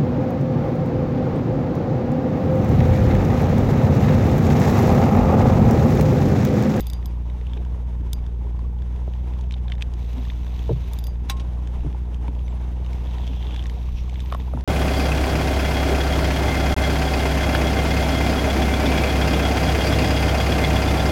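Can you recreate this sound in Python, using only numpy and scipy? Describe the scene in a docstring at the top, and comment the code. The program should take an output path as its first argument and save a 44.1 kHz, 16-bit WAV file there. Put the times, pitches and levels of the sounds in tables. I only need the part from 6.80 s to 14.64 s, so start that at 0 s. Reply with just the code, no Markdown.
"""Reeling in from a slow boat

A small fishing boat creeps over calm water: the outboard's exhaust pulses drone and burble, ripples
lap, waves slap the hull and air buffets the microphone. Close by, an angler cranks a spinning reel in
spells: gears and line whirr, small metal parts clink, the sprung bail snaps shut, and the rod grip
ticks and knocks."""
import sys
import numpy as np
from scipy import signal
from scipy.fft import rfft, irfft, next_fast_len
from scipy.io import wavfile
from scipy.ndimage import uniform_filter1d

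SR = 44100
rng = np.random.default_rng(int(sys.argv[2]) if len(sys.argv) > 2 else 0)


def to_wav(sig):
    """Store sig (one row per channel, or 1-D mono) as 16-bit WAV at the path in sys.argv[1].

    Samples outside -1..1 are clipped; the rate is SR.
    """
    pcm = np.clip(np.atleast_2d(sig), -1, 1) * 32767
    pcm = np.round(pcm).astype(np.int16)
    wavfile.write(sys.argv[1], SR, pcm.T)  # frames by channels


N = 345744
TIME = np.arange(N) / SR
HIT_TIME = TIME[:SR // 2]   # half a second for each struck sound
TURNS_PER_S = 2.7   # pace of the reel's handle
RESTING_DB = -75   # whirr of the reel barely turning between spells

# Waves slapping the hull. Each row: start in seconds, level of the plop in dB, pitch of the trapped
# air in Hz, length in seconds, level of the smaller pockets in dB relative to the plop.
SLAP_WAVES = [(0.765, -42.5, 419, 0.035, 5), (1.204, -36, 288, 0.014, -7), (1.647, -46, 414, 0.046, 6),
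              (2.278, -38, 404, 0.0105, 1), (3.367, -29.5, 255, 0.039, -8), (3.893, -22.5, 456, 0.026, 2.5),
              (5.046, -33, 290, 0.027, 3.5), (5.063, -35.5, 314, 0.016, 2.5),
              (5.484, -32.5, 280.6, 0.024, 0.5), (6.495, -40, 261, 0.041, 8), (6.935, -46, 467, 0.029, 0),
              (7.747, -32, 241, 0.04, 4.5)]


def from_db(db):
    """Decibels to gain."""
    return 10 ** (np.asarray(db) / 20)


def rms_one(x):
    """Scale to rms 1."""
    return x / np.sqrt(np.mean(x ** 2) + 1e-20)


def peak_one(x):
    """Scale so that the loudest millisecond has rms 1."""
    return x / np.sqrt(uniform_filter1d(x ** 2, size=44).max() + 1e-20)


def in_time(rows):
    """Join (seconds, value) rows by straight lines."""
    return np.interp(TIME, *np.transpose(rows))


def swells(rows):
    """Bell-shaped rises and falls from (centre in seconds, length in seconds, dB) rows."""
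    return sum(from_db(db) * np.exp(-2 * ((TIME - s) / length) ** 2) for s, length, db in rows)


def held(start, end, attack, release):
    """Envelope that rises from start, holds until end and then falls; all in seconds."""
    return np.clip((TIME - start) / attack, 0, 1) * np.clip(1 - (TIME - end) / release, 0, 1)


def dying(t60):
    """Envelope that loses 60 dB in t60 seconds."""
    return np.exp(-np.log(1000) * np.minimum(HIT_TIME / t60, 5))


def drift(rate_hz):
    """Smooth random wander with spread 1."""
    hop, run_in = 40, 2000
    pole = np.exp(-2 * np.pi * rate_hz * hop / SR)
    noise = rng.standard_normal(N // hop + run_in + 2)
    slow = signal.lfilter([1], [1, -2 * pole, pole * pole], noise)[run_in:]
    return np.interp(np.arange(N) / hop, np.arange(len(slow)), rms_one(slow))


def grains(per_s, spread_db):
    """Random clicks of uneven size."""
    sizes = from_db(spread_db * np.minimum(rng.exponential(1, N), 4)) * rng.choice([-1, 1], N)
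    return sizes * (rng.random(N) < per_s / SR)


def cut(x, hz, kind, order):
    """Butterworth high- or low-pass."""
    return signal.sosfilt(signal.butter(order, hz, kind, fs=SR, output="sos"), x)


def coloured(x, spectrum):
    """Equalise x along (Hz, dB) points, rolling off below the lowest; rms 1."""
    size = next_fast_len(len(x))
    log_hz = np.log(np.fft.rfftfreq(size, 1 / SR) + 1e-9)
    points_hz, db = np.transpose(sorted(spectrum))
    roll_off = np.minimum(np.exp(log_hz) / points_hz[0], 1) ** 2
    curve = from_db(np.interp(log_hz, np.log(points_hz), db))
    return rms_one(irfft(rfft(x, size) * roll_off * curve, size)[:len(x)])


def resonate(x, hz, width_hz):
    """One resonance with gain 1 at its peak."""
    radius = np.exp(-np.pi * width_hz / SR)
    feedback = [1, -2 * radius * np.cos(2 * np.pi * hz / SR), radius ** 2]
    return signal.lfilter(np.array([1, 0, -1]) * (1 - radius ** 2) / 2, feedback, x + 1e-18)


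def ringing(modes, uneven_db):
    """Struck modes from (Hz, dB, t60 in seconds) rows, each with a random sign and uneven strength."""
    out = np.zeros(len(HIT_TIME))
    for hz, db, t60 in modes:
        strength = rng.choice([-1, 1]) * from_db(db + uneven_db * rng.standard_normal())
        out += strength * dying(t60) * np.sin(2 * np.pi * hz * HIT_TIME)
    return out


def contact(body, t60):
    """A brief rough contact heard through slightly detuned resonances: (Hz, width in Hz, dB) rows."""
    force = rng.standard_normal(len(HIT_TIME)) * dying(t60)
    out = np.zeros(len(HIT_TIME))
    for hz, width, db in body:
        detune = 1 + 0.011 * rng.uniform(-0.71, 1)
        out += from_db(db) * rms_one(resonate(force, hz * detune, width))
    return peak_one(out)


def add(out, start_s, sound):
    """Mix a sound in at its start time."""
    at = max(round(start_s * SR), 0)
    out[at:at + len(sound)] += sound[:N - at]


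def wind():
    """Air buffets the microphone: soft lumps of low turbulence over a light breeze."""
    # Buffets. Each row: centre in seconds, length in seconds, level in dB.
    buffets = [(1.426, 0.2, -34.5), (3.05, 0.094, -40), (4.999, 0.098, -33), (7.17, 0.17, -31)]
    breeze_db = -47
    rumble = cut(rng.standard_normal(N), 47.4, "low", order=6)
    rumble = rms_one(cut(rumble, 20, "high", order=2))
    return np.hypot(swells(buffets), from_db(breeze_db)) * rumble


def water():
    """An uneven wash with flurries of small, briefly ringing bubbles; it swells around each slap."""
    # Colour of the water along the hull. Each row: frequency in Hz, spectral level in dB.
    wash_colour = [(150, -19), (300, 7), (600, -2.5), (950, 0.5), (1120, -7), (1400, -10.5), (2200, -13),
                   (3600, -17), (4200, -25), (6400, -24), (7300, -30.5), (10500, -31), (12500, -36),
                   (15000, -57)]
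    # Fader curve of the water. Each row: time in seconds, level in dB.
    wash_fader = [(0.0, -47.5), (0.94, -47.5), (1.57, -48.5), (2.8, -48.5), (3.55, -45.5), (4.2, -45.5),
                  (4.37, -49), (4.67, -45.5), (5.26, -47), (6.0, -45), (6.66, -43), (7.27, -46.5),
                  (7.84, -44)]
    surge_s, under_slap_db, surge_max_db = 0.029, 18.5, -45
    flicker = from_db(1.7 * drift(18))
    wash = coloured(rng.standard_normal(N) * flicker, wash_colour)
    flurries = from_db(1.8 * drift(12))
    bubbles = sum(resonate(grains(11, spread_db=2.5), hz, hz / 12) for hz in np.geomspace(280, 1120, 16))
    fizz = rms_one(cut(flurries * bubbles, 1060, "low", order=4))
    surges = swells([(s, surge_s, min(db - under_slap_db, surge_max_db)) for s, db, *_ in SLAP_WAVES])
    lapping = from_db(in_time(wash_fader) + drift(5))
    return np.hypot(lapping, surges) * (from_db(-2.5) * wash + from_db(-6) * fizz)


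def hull_slaps():
    """Each wave traps air: one pocket plops, smaller ones follow; heavy waves set the hull booming."""
    # Smaller air pockets. Each row: delay as a share of the slap's length, pitch ratio, level in dB.
    pockets = [(0, 1.1, 2), (.02, 1.5, -14), (.05, 2.0, -4.5), (.2, 1.5, -5.5), (.35, 0.74, 0.5),
               (.75, 1.25, -4), (0.998, 0.856, -2.5)]
    # Hull booms. Each row: start in seconds, level in dB, seconds for which the wave drives the hull.
    booms = [(3.905, -17.5, 0.19), (5.059, -21, 0.019), (7.747, -21.5, 0.046)]
    # Modes of the hull. Each row: frequency in Hz, level in dB, t60 in seconds.
    hull_modes = [(115, -5, 0.21), (123.3, 2.5, 0.25), (153.7, -3, 0.36), (348, -20, 0.094),
                  (410, -17, 0.048)]
    out = np.zeros(N)
    for start, db, hz, length, pockets_db in SLAP_WAVES:
        age = HIT_TIME / length
        plop = peak_one(np.sin(2 * np.pi * hz * HIT_TIME) * age * np.exp(-3.2 * age ** 2))
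        gulp = np.zeros(N)
        for delay, ratio, pocket_db in pockets:
            pocket_hz = hz * ratio * np.exp(0.029 * rng.standard_normal())
            pocket = np.sin(2 * np.pi * pocket_hz * HIT_TIME) * dying(16 / pocket_hz)
            add(gulp, delay * length, from_db(pocket_db) * pocket)
        gulp = peak_one(gulp[:len(HIT_TIME)])
        add(out, start, from_db(db) * (plop + from_db(pockets_db) * gulp))
    for start, db, length in booms:
        push = (1 - dying(0.058)) * np.exp(-(HIT_TIME / length) ** 2)
        add(out, start, from_db(db) * push * ringing(hull_modes, uneven_db=-5))
    return cut(out, 1400, "low", order=4)


def outboard():
    """Exhaust pulses drone, unequal strokes add tones in between, and each firing kicks and puffs gas."""
    # The engine hunts around its low speed. Each row: time in seconds, pitch of the drone in Hz.
    drone_pitch = [(0.0, 59.3), (0.4, 59.4), (0.85, 61.0), (1.35, 58.7), (1.7, 58.6), (2.1, 60.3),
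                   (2.7, 61.3), (3.05, 59.3), (3.45, 58.8), (3.8, 60.0), (4.27, 58.7), (4.55, 60.3),
                   (5.6, 60.1), (6.05, 60.8), (6.88, 59.3), (7.45, 62.2), (7.84, 62.1)]
    # Exhaust and hull vibration. Each row: multiple of the engine cycle, rms level in dB.
    engine_orders = [(7, -53), (8, -24.6), (9, -51), (10, -41), (11, -46), (12, -47), (13, -52),
                     (14, -48.5), (15, -57), (16, -40.3), (18, -55), (19, -51.5), (20, -50.5), (21, -51.5),
                     (22, -59), (23, -57.5), (24, -45.8), (26, -58), (27, -59), (32, -54), (40, -64)]
    # Colour of the exhaust under water. Each row: frequency in Hz, spectral level in dB.
    burble_colour = [(10, 9), (22, -25), (40, 7), (62, 8.5), (105, 1.5), (135, -2.5), (165, -4.5),
                     (220, -2.5), (330, -10.5), (470, -11.5), (700, -49), (1500, -55)]
    drone_order, puff_swing_db, kick_db = 8, 6, -3
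    firing_phase = 2 * np.pi * np.cumsum(in_time(drone_pitch)) / SR
    drone = np.zeros(N)
    for order, db in engine_orders:
        # The drone's own harmonics rise together as one steep front; the other tones lie at random.
        offset = rng.uniform(0, 2 * np.pi) * (order % drone_order > 0)
        drone += np.sqrt(2) * from_db(db) * np.sin(order / drone_order * firing_phase + offset)
    waver = from_db(0.3 * drift(1.5))
    gas_flow = from_db(puff_swing_db * np.cos(firing_phase) + 2 * drift(24) + 1.3 * drift(6))
    puffs = rms_one(rng.standard_normal(N) * gas_flow)
    firings = np.diff(np.floor(firing_phase / (2 * np.pi)), prepend=0)
    kicks = rms_one(firings * rng.standard_normal(N))
    burble = coloured(puffs + from_db(kick_db) * kicks, burble_colour)
    return drone * waver + from_db(-40.3) * burble


def sleeve():
    """Cloth slides on cloth as the arm turns the crank."""
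    # Swishes. Each row: centre in seconds, length in seconds, level in dB.
    swishes = [(6.55, 0.078, -60), (7.0, 0.09, -60.5), (7.19, 0.06, -53)]
    # Colour of the cloth. Each row: frequency in Hz, spectral level in dB.
    cloth_colour = [(1200, -32), (1800, -5), (2700, 9), (3700, 2), (4600, -3), (5700, 8), (6500, -13),
                    (7500, -28), (11000, -16), (15000, -23)]
    friction = rng.standard_normal(N) * from_db(2 * drift(29.7))
    return swells(swishes) * coloured(friction, cloth_colour)


def faint_ticks(crank):
    """Chance ticks of the handled reel, stronger while it is cranked, as rows for grip_ticks."""
    per_s, body_db, crack_db, spread_db = 4.2, -55.5, -70.5, 2
    follow = 0.7   # share of the whirr's rise above rest that the ticks take on
    rows = []
    for when, size, pitch in rng.random((round(per_s * N / SR), 3)):
        at = int(when * N)
        lift_db = follow * (20 * np.log10(crank[at]) - RESTING_DB) + spread_db * (2 * size - 1)
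        hz = np.interp(pitch, (0, 1), (1670, 3767))
        rows.append((at / SR, body_db + lift_db, hz, crack_db + lift_db))
    return rows


def grip_ticks(crank):
    """Plastic of grip and reel ticks: the mode nearest the contact stands out over a scuff and a crack."""
    # Ticks. Each row: start in seconds, body level in dB, strongest resonance in Hz, crack level in dB.
    ticks = [(.4985, -45.5, 2010, -61), (.612, -48, 2020, -66), (0.668, -44, 2660, -56),
             (0.734, -40, 3515, -56), (.77, -46, 1575, -59), (0.775, -44, 2480, -63),
             (0.8495, -46.5, 1560, -56), (1.4645, -47, 1550, -56.5), (1.7918, -49.5, 1600, -58),
             (2.021, -47, 1684, -62), (2.589, -51, 3360, -57), (2.61, -46, 3420, -52),
             (2.709, -38, 2396, -53), (2.722, -40, 3940, -48), (2.74, -35, 3704, -58),
             (2.8815, -38, 3583, -66), (2.899, -41, 1574, -57), (2.92, -29, 2120, -51),
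             (2.937, -46, 2900, -60), (2.9524, -47, 1900, -58), (2.9812, -46, 1770, -62),
             (3.009, -40, 2628, -55), (3.017, -41, 2940, -51), (3.0225, -27, 2560, -36.5),
             (3.1376, -46.5, 3800, -49), (3.4998, -34, 1990, -64), (4.873, -44, 1710, -51),
             (5.127, -48.5, 2520, -60), (5.3442, -45.5, 3200, -53.5), (5.4801, -39.5, 2315, -59),
             (5.551, -51, 2610, -61), (5.68, -44, 2270, -56), (6.0628, -44, 2900, -56),
             (6.131, -44, 2236, -50), (6.271, -44, 3370, -64), (6.468, -42, 3190, -49),
             (6.476, -38, 3285, -47), (6.54, -47, 3360, -60), (6.626, -39, 3510, -63),
             (6.668, -38, 3380, -64), (6.708, -41, 2640, -55), (6.744, -34, 3290, -50),
             (6.762, -34, 3440, -47), (6.793, -35, 3400, -56), (6.839, -47, 2100, -49),
             (6.857, -38, 1900, -60), (6.867, -46, 3600, -46), (6.897, -36.5, 2150, -47),
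             (7.154, -59, 2380, -61), (7.2955, -44, 2240, -49.5), (7.342, -40, 3950, -52),
             (7.357, -38, 2100, -62), (7.403, -35.5, 3600, -47), (7.459, -45, 1900, -52),
             (7.5232, -32.5, 1850, -46), (7.5472, -40, 1750, -51), (7.61, -46, 3330, -64),
             (7.808, -45, 1730, -51.5)]
    # Modes of the plastic body. Each row: frequency in Hz, level in dB, t60 in seconds.
    plastic_modes = [(1720, -7.5, 0.0083), (2250, -8.5, 0.0059), (3097, -6.5, 0.0098), (3580, -7, 0.013)]
    # Resonances of the bright crack. Each row: frequency in Hz, width in Hz, level in dB.
    crack_bands = [(4900, 1500, 13), (6000, 830, 3), (7700, 1800, -12), (11600, 2000, -13)]
    note_db, note_t60, scuff_db = 2, 0.008, -3.5
    bodies, cracks = np.zeros((2, N))
    for start, body_db, hz, crack_db in ticks + faint_ticks(crank):
        other_modes = [mode for mode in plastic_modes if abs(mode[0] - hz) > 300]
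        ring = ringing(other_modes + [(hz, note_db, note_t60)], uneven_db=1)
        struck = peak_one(ring * (1 - dying(0.004)))
        scuff = contact([(2830, 1800, 0)], t60=0.02)
        add(bodies, start, from_db(body_db + 1) * (struck + from_db(scuff_db) * scuff))
        add(cracks, start, from_db(crack_db + 2.5) * contact(crack_bands, t60=0.02))
    bodies = cut(cut(bodies, 1000, "high", order=2), 4070, "low", order=6)
    cracks = cut(cut(cracks, 3200, "high", order=2), 11500, "low", order=2)
    return bodies + cracks


def rod_knocks():
    """A light knock on the butt sounds one hollow note; a hard one adds other modes and a bright snap."""
    # Knocks. Each row: start in seconds, level in dB, pitch of the hollow note in Hz.
    knocks = [(1.791, -39, 1020), (2.277, -36, 650), (5.146, -35, 865), (5.48, -31, 930), (6.743, -36, 930),
              (7.516, -38, 1250), (7.5237, -23.5, 1090), (7.537, -36, 1250), (7.5476, -24, 1100),
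              (7.681, -33, 960), (7.7362, -27.5, 600), (7.7728, -29.5, 930)]
    # Modes of the rod butt. Each row: frequency in Hz, level in dB, t60 in seconds.
    butt_modes = [(680, 4, 0.012), (1280, 0, 0.011), (1750, -7, 0.006)]
    bodies, snaps = np.zeros((2, N))
    for start, db, hz in knocks:
        note = peak_one(np.sin(2 * np.pi * hz * HIT_TIME) * dying(0.016) * (1 - dying(0.012)))
        butt = peak_one(ringing(butt_modes, uneven_db=1) * (1 - dying(0.0072)))
        hardness = from_db(0.9 * (db + 25))
        add(bodies, start, from_db(db - 1.5) * (note + hardness * butt))
        add(snaps, start, from_db(db - 23) * hardness * contact([(10300, 3000, 0)], t60=0.0092))
    return cut(bodies, 1750, "low", order=4) + snaps


def squeaks():
    """Faint, thin tones with a rough, unsteady pitch, perhaps from the crank knob."""
    # Squeaks. Each row: centre in seconds, length in seconds, pitch in Hz, peak level in dB.
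    tones = [(5.415, 0.017, 8200, -71), (5.646, 0.032, 10640, -66), (5.66, .022, 5970, -60),
             (5.705, .03, 7600, -65), (5.752, 0.011, 9300, -64), (6.91, .02, 11300, -63),
             (7.02, .025, 11400, -67), (7.13, .04, 11900, -74), (7.717, 0.12, 11400, -71)]
    wavering_time = np.cumsum(1 + 0.025 * drift(200)) / SR
    return sum(swells([(centre, length, db)]) * np.sin(2 * np.pi * hz * wavering_time)
               for centre, length, hz, db in tones)


def line_rasp():
    """Taut line sticks and slips on the roller, harder as the tension builds, then comes free."""
    # Pulls on the line. Each row: start in seconds, end in seconds, level at the end in dB.
    pulls = [(0.634, 0.765, -60.5), (6.238, 6.797, -50)]
    # Resonances of the line roller, each in Hz.
    roller_hz = (2820, 3080, 3380, 3150, 3440)
    rise_db_per_s, edge_s = 17, 0.027
    tension = np.zeros(N)
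    for start, end, db in pulls:
        build_up = from_db(db - rise_db_per_s * np.maximum(end - TIME, 0))
        tension += build_up * held(start, end, attack=edge_s, release=edge_s)
    slips = sum(resonate(grains(per_s=110, spread_db=2.5), hz, width_hz=110) for hz in roller_hz)
    return tension * rms_one(resonate(slips, 2700, width_hz=3000))


def metal_clinks():
    """Light metal touches on the reel: a sharp tick, a thin top ring and the bail wire's longer ring."""
    # Clinks. Each row: start in seconds, level in dB, then trims for wire ring and top ring in dB.
    clinks = [(.006, -29, -5, 8), (0.069, -30, -1, -1), (0.1003, -30, -5, -5), (0.1334, -30.5, -3, -10),
              (0.2577, -32, -8, 3), (1.3319, -20, -15, -11), (4.1338, -32, -8, 3), (4.188, -31.5, -9, 0),
              (4.2404, -32.5, 2, 2), (4.269, -31.5, 1.5, 0)]
    # Modes of the bail wire. Each row: frequency in Hz, level in dB, t60 in seconds.
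    wire_modes = [(4770, -18, 0.19), (6450, -31, 0.22), (10280, -31, 0.15)]
    # Resonances of the tick. Each row: frequency in Hz, width in Hz, level in dB.
    tick_bands = [(2070, 500, 5), (3650, 420, 12), (4950, 1000, 8.5), (6700, 2000, 6), (8800, 1600, 0),
                  (10400, 420, 3.5), (13700, 710, 8)]
    out = np.zeros(N)
    for start, db, wire_db, top_db in clinks:
        wire = from_db(wire_db) * ringing(wire_modes, uneven_db=2)
        top = from_db(top_db - 7) * ringing([(13400, -5, 0.04), (13490, -12, 0.06)], uneven_db=1)
        tick = from_db(-3) * contact(tick_bands, t60=0.011)
        add(out, start, from_db(db) * (tick + wire + top))
    return cut(out, 2200, "high", order=2)


def bail_snap():
    """The sprung bail clatters against its stop and rings the whole reel; its soft rebounds are duller."""
    # The bail touches, shuts and rebounds. Each row: start in seconds, level in dB, low-pass in Hz.
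    hits = [(4.489, -48, 9000), (4.497, -26.5, 18000), (4.568, -49.5, 9000), (4.5972, -43, 6500)]
    # Colour of the clatter. Each row: frequency in Hz, spectral level in dB.
    clatter_colour = [(330, -2), (550, -4), (900, 1), (1400, -2), (2400, 4), (3800, 4), (4500, -4),
                      (6300, -2), (7300, -11), (10000, -8), (13000, -16), (14800, -8), (15200, -18)]
    # Modes of the reel. Each row: frequency in Hz, level in dB, t60 in seconds.
    reel_modes = [(800, -3, 0.083), (1070, -5, 0.28), (2120, -20, 0.021), (2380, -28, 0.071),
                  (2640, -9, 0.049), (3250, -18, 0.063), (3760, -3, 0.035), (3860, -2, 0.076),
                  (4910, -7, 0.073), (5720, -4, 0.055), (6440, 2, 0.029), (6700, -14, 0.037),
                  (8000, -12, 0.089), (8700, -21, 0.066), (9050, -9, 0.038), (10570, -23, 0.043),
                  (11300, -20, 0.068), (12200, -19, 0.076), (14500, -5, 0.036)]
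    out = np.zeros(N)
    for start, db, bright_hz in hits:
        rattle = 1.6 * coloured(rng.standard_normal(len(HIT_TIME)), clatter_colour) * (1 - dying(0.003))
        dull = cut(rattle, 4500, "low", order=1)
        clatter = dull * dying(0.072) + (rattle - dull) * dying(0.052)   # the treble dies first
        ring = from_db(-1) * peak_one(ringing(reel_modes, uneven_db=0.5) * (1 - dying(0.012)))
        add(out, start, from_db(db) * cut(clatter + ring, bright_hz, "low", order=2))
    return out


def loose_part():
    """A loose metal part shivers against the fast-spinning reel: tiny touches ring one high mode."""
    # Shivers. Each row: centre in seconds, length in seconds, level in dB.
    shivers = [(3.35, 0.28, -74), (3.8, 0.26, -72), (4.1, 0.069, -65), (6.6, 0.37, -78), (7.5, 0.2, -66)]
    touches = grains(per_s=70, spread_db=2)
    return swells(shivers) * rms_one(resonate(touches, 13400, width_hz=150))


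def cranking():
    """Strength of the whirr: in each spell the rotor spins up, sways with each turn and runs out."""
    # Spells of cranking. Each row: start in seconds, end in seconds, level in dB.
    spells = [(-.2, 0.001, -54.5), (0.201, 0.855, -70), (2.218, 2.613, -65.5), (3.126, 4.096, -56.5),
              (4.498, 5.148, -68), (5.437, 5.936, -65.5), (6.014, 7.625, -57)]
    sway_db = 1
    power = sum((from_db(db) * held(start, end, attack=0.1, release=0.28)) ** 2
                for start, end, db in spells)
    sway = from_db(sway_db * np.sin(2 * np.pi * TURNS_PER_S * TIME))
    return np.sqrt(power * sway ** 2 + from_db(RESTING_DB) ** 2)


def running_line():
    """The line runs unevenly: a fine, fluttering grain."""
    # Colour of the line's whirr. Each row: frequency in Hz, spectral level in dB.
    line_colour = [(500, -1), (1000, 7), (1500, -5), (2600, 9), (3700, 4), (4400, 0), (6300, -4),
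                   (7400, -10), (9500, -18), (11000, -10), (12300, -23), (13900, -3), (15000, -16.5)]
    flutter = from_db(1.9 * drift(40))
    return coloured(grains(per_s=1500, spread_db=2) * flutter, line_colour)


def gear_teeth():
    """One uneven click per gear tooth rings the gear case; the hand's pace wanders."""
    # Resonances of the gear case. Each row: frequency in Hz, width in Hz, level in dB.
    case_bands = [(2140, 300, -3), (2620, 160, -8), (3050, 160, -8), (3420, 160, -4), (3780, 200, -1),
                  (6000, 90, -10), (6500, 160, -14), (7890, 170, -22), (11000, 260, -24)]
    teeth_per_turn, bite_spread_db = 58, 3.5
    pace = TURNS_PER_S * np.exp(0.2 * drift(3))
    bites = np.diff(np.floor(np.cumsum(pace) * teeth_per_turn / SR), prepend=0)
    force = bites * from_db(bite_spread_db * np.clip(rng.standard_normal(N), -2, 2))
    case = sum(from_db(db) * rms_one(resonate(force * rng.uniform(-1.06, 1, N), hz, width))
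               for hz, width, db in case_bands)
    return rms_one(case)


def scene():
    """Boat and water with the tackle up close, in mono; open air gives no reverberation."""
    boat = outboard() + water() + hull_slaps() + wind()
    crank = cranking()
    whirr = crank * running_line() + loose_part() + from_db(-2) * crank * gear_teeth()
    rubbing = line_rasp() + squeaks() + sleeve()
    impacts = metal_clinks() + bail_snap() + rod_knocks() + grip_ticks(crank)
    return (boat + whirr + rubbing + impacts)[None]


def record(dry):
    """A steep low-pass takes off the very top."""
    cutoff_hz = 15300
    return signal.sosfilt(signal.ellip(10, 0.2, 80, cutoff_hz, fs=SR, output="sos"), dry)


dry = scene()
out = record(dry)
to_wav(out)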